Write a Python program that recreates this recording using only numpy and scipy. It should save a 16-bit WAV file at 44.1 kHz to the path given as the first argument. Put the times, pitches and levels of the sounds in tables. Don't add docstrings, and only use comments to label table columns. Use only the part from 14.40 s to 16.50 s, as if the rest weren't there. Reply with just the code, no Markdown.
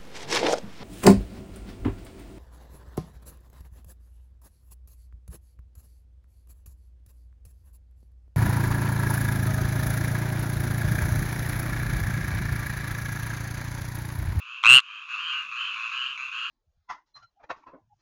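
import sys
import numpy as np
from scipy import signal
from scipy.fft import rfft, irfft, next_fast_len
from scipy.io import wavfile
from scipy.ndimage import map_coordinates

SR = 44100
rng = np.random.default_rng(int(sys.argv[2]) if len(sys.argv) > 2 else 0)


def file_out(sig):
    cols = np.atleast_2d(sig).T
    lim = np.clip(cols, -1, 1)
    pcm = np.round(lim * 32767).astype(np.int16)
    wavfile.write(sys.argv[1], SR, pcm)


N = 92610


def amp(db):
    return 10 ** (np.asarray(db) / 20)


def unit(x):
    return x / np.sqrt(np.mean(x ** 2) + 1e-20)


def wobble(rate):
    points = rng.standard_normal(int(N * rate / SR) + 4)
    return map_coordinates(points, [np.arange(N) * rate / SR])


def coloured(x, tone):
    size = next_fast_len(N + 8192)
    hz, db = np.transpose(tone)
    gain = amp(np.interp(np.log(np.fft.rfftfreq(size, 1 / SR) + 1), np.log(hz), db))
    return irfft(rfft(x, size) * gain, size)[:N]


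def echoes(x, fade_s):
    t = np.arange(SR // 4) / SR
    tail = rng.standard_normal(len(t)) * np.exp(-np.log(1000) * t / fade_s)
    return signal.fftconvolve(x, tail / np.linalg.norm(tail))[:len(x)]


def pulses(t, rate, pitch, ring_db, hold_ms, knock_db, knock_tone, follow, jitter_ms, scatter_db):
    attack_ms, decay_ms, knock_lag_ms = 0.97, 1.17, 1.4
    sag_hz_per_ms = 6.3
    ring, outline, knock = np.zeros((3, N + SR))
    pulse_count = np.cumsum(rate) / SR
    width = SR // 50
    lead = width // 4
    one_knock = coloured(signal.unit_impulse(N, width), knock_tone)[:2 * width]
    chance = rng.standard_normal((64, 4))
    for k, (late, louder, detune, phase) in zip(range(int(pulse_count[-1]) + 1), chance):
        time_s = np.interp(k, pulse_count, t)
        now = lambda curve: np.interp(time_s, t, curve)
        start = (time_s + late * jitter_ms / 1000) * SR
        span = slice(int(start) - lead, int(start) - lead + width)
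        ms = (np.arange(width) - lead - start % 1) * 1000 / SR
        rise = 1 - np.exp(-np.maximum(ms, 0) / attack_ms)
        fall = 1 / np.sqrt(1 + np.exp(2 * (ms - now(hold_ms)) / decay_ms))
        shape = rise * fall * amp(now(ring_db) + scatter_db * louder)
        outline[span] += shape
        hz = now(pitch) * (1 + 0.004 * detune) - sag_hz_per_ms * (ms / 2 - now(hold_ms))
        ring[span] += shape * np.sin(2 * np.pi * hz * ms / 1000 + 0.2 * phase)
        speed = (now(pitch) / 2600) ** follow
        tuned_knock = map_coordinates(one_knock, [width + speed * (ms - knock_lag_ms) * SR / 1000])
        knock[span] += amp(now(knock_db) + scatter_db * louder) * tuned_knock
    return ring[:N], outline[:N], knock[:N]


def hiss(level_db):
    # pitch_hz, level_db
    hiss_tone = [(25, -7), (100, 3.5), (200, -2.5), (600, -8.5), (2000, -19), (9000, -22), (15000, -26)]
    return amp(level_db) * unit(coloured(rng.standard_normal(N), hiss_tone))


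def chorus(level_db=-37.5, sway_db=2.5, flutter_db=1):
    # pitch_hz, level_db
    chorus_tone = [(400, -59), (750, -37), (900, -25.5), (1070, -3), (1270, -3), (1550, -13.5), (1900, -23),
                   (2250, -11.5), (2550, 5.5), (2720, 4), (3050, -16.5), (3500, -13.5), (4200, -24.5),
                   (5400, -29.5), (6900, -27), (7500, -54), (8600, -41), (9200, -72)]
    loudness = amp(sway_db * wobble(4.5) + flutter_db * wobble(260))
    return amp(level_db) * unit(coloured(loudness * rng.standard_normal(N), chorus_tone))


def neighbours():
    # start_s, length_s, final_pitch_hz, final_pulses_per_s, level_db
    calls = [(0.031, 0.17, 3080, 145, -30.5), (0.071, 0.18, 2770, 130, -26), (.41, 0.23, 3036, 143, -30),
             (.49, 0.16, 2672, 110, -26), (.69, 0.072, 2800, 128, -23.5), (.743, 0.047, 2817, 128, -22.5),
             (.78, 0.17, 3076, 170, -26.5), (.79, 0.11, 2570, 180, -30.5), (.88, 0.13, 2832, 140, -22),
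             (0.924, 0.15, 2650, 116, -23.5), (1.114, 0.17, 2707, 124, -24.5),
             (1.16, 0.14, 3064, 146, -24.5), (1.25, .13, 2860, 136, -25.5), (1.36, 0.15, 2675, 117, -22),
             (1.497, 0.076, 2585, 130, -23), (1.519, .16, 2950, 130, -21.5),
             (1.616, 0.13, 2970, 138, -24.5), (1.776, 0.12, 2657, 140, -24), (1.921, .15, 3154, 160, -28.5),
             (1.926, 0.18, 2820, 120, -23.5), (2.028, 0.086, 2934, 150, -24.5)]
    # pitch_hz, level_db
    knock_tone = [(100, -48), (700, -44.5), (880, -22), (1080, -2), (1250, -1), (1550, -4), (1900, -17.5),
                  (2400, -27.5), (3300, -27), (4200, -16), (5400, -36), (6900, -21), (7500, -48.5),
                  (15000, -83)]
    # pitch_hz, level_db
    shared_tone = [(600, -29.5), (850, -14.5), (1020, 0), (7000, -1.5), (7600, -11.5), (9000, -12)]
    rise_s, swell_db, fade_s, fade_db = 0.04, 6.5, 0.032, 11.5
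    out = np.zeros(N)
    for start_s, length_s, final_hz, final_rate, level_db in calls:
        t = np.arange(int(length_s * SR)) / SR
        slack = np.exp(-t / rise_s)
        fading_db = level_db - fade_db * np.exp((t - length_s) / fade_s)
        ring, outline, knock = pulses(
            start_s + t, rate=final_rate * (1 - 0.12 * slack), pitch=final_hz * (1 - 0.095 * slack),
            ring_db=fading_db - swell_db * slack, hold_ms=np.full(len(t), 2.09),
            knock_db=fading_db, knock_tone=knock_tone, follow=0.51, jitter_ms=0.15, scatter_db=1)
        overtone = 4 * ring ** 3 / (outline ** 2 + 1e-12) - 3 * ring
        voice = ring + amp(-48) * overtone + amp(22.5) * coloured(knock, shared_tone)
        out += voice + echoes(voice, fade_s=0.1)
    return out


def near_frog():
    # time_s, pulses_per_s, pitch_hz, ring_db, hold_ms, knock_db
    croak = [(0.2379, 119, 2280, -13, 1, -3), (.2469, 102, 2502, -5, 1.7, -1.5),
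             (0.255, 111, 2460, -4, 1.9, 2), (0.2751, 122, 2677, -1, 2.6, -3),
             (0.2963, 125, 2717, 1, 3.1, -0.5), (0.326, 126.8, 2750, 6, 1.98, 3),
             (.361, 129.2, 2903, 3.5, 2.52, -0.5), (0.383, 129.2, 2770, 2.5, 1.4, -3),
             (0.391, 125, 2866, -4, 1.3, -4)]
    # pitch_hz, level_db
    knock_tone = [(100, -62), (650, -59), (880, -17), (1130, 2.5), (1300, 2.5), (1500, 1), (1780, -15),
                  (2200, -14.5), (2800, -23.5), (3400, -18.5), (4100, -10.5), (5000, -33.5), (6300, -19.5),
                  (7500, -39), (15000, -57.5)]
    # pitch_hz, level_db
    rasp_tone = [(300, -32), (800, -12), (1200, 10.5), (2000, 3.5), (3400, 4), (4400, -2.5), (5400, -14.5),
                 (7000, -10), (10000, -25), (15000, -41)]
    # time_s, level_db
    sputters = [(.232, -37.5), (0.402, -32), (0.4034, -37.5)]
    t = np.arange(N) / SR
    times, *columns = np.transpose(croak)
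    croak_t = np.arange(times[0], times[-1] + 0.003, 1 / SR)
    curves = [np.interp(croak_t, times, column) for column in columns]
    ring, outline, knock = pulses(
        croak_t, *curves, knock_tone, follow=0.74, jitter_ms=0.01, scatter_db=0.96)
    air = amp(-20.5) * outline ** 0.6
    sputter_width_s = 0.002
    for time_s, level_db in sputters:
        air += amp(level_db) * np.exp(-((t - time_s) / sputter_width_s) ** 2 / 2)
    rasp = air * unit(coloured(rng.standard_normal(N), rasp_tone))
    pop_s, pop_hz, pop_width_s = 0.239, 3190, 0.00087
    pop_shape = np.exp(-((t - pop_s) / pop_width_s) ** 2 / 2)
    pop = pop_shape * np.sin(2 * np.pi * pop_hz * (t - pop_s))
    voice = ring + amp(17.5) * knock + rasp + amp(-17) * pop
    beat_hz = 124
    band_hz = [beat_hz / np.sqrt(2), beat_hz * np.sqrt(2)]
    beat = signal.sosfilt(signal.butter(1, band_hz, 'band', fs=SR, output='sos'), outline ** 3.6)
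    ground_echoes = echoes(voice, fade_s=0.05)
    return voice + amp(-17) * ground_echoes + amp(-31) * beat


def scene():
    step_s, step_length_s, before_db = 0.678, 0.04, -8
    before = np.interp(np.arange(N) / SR, [step_s, step_s + step_length_s], [1, 0])
    faint_hiss = hiss(-72 - 7 * before)
    croak = near_frog()
    background = amp(before_db * before) * (neighbours() + chorus() + faint_hiss)
    return (croak + background)[None]


def record(dry, ceiling=0.7, hardness=4.2, top_hz=15400):
    rounded = dry / (1 + np.abs(dry / ceiling) ** hardness) ** (1 / hardness)
    size = next_fast_len(N + SR // 2)
    passes = np.fft.rfftfreq(size, 1 / SR) < top_hz
    return irfft(rfft(rounded, size) * passes, size)[..., :N]


dry = scene()
out = record(dry)
file_out(out)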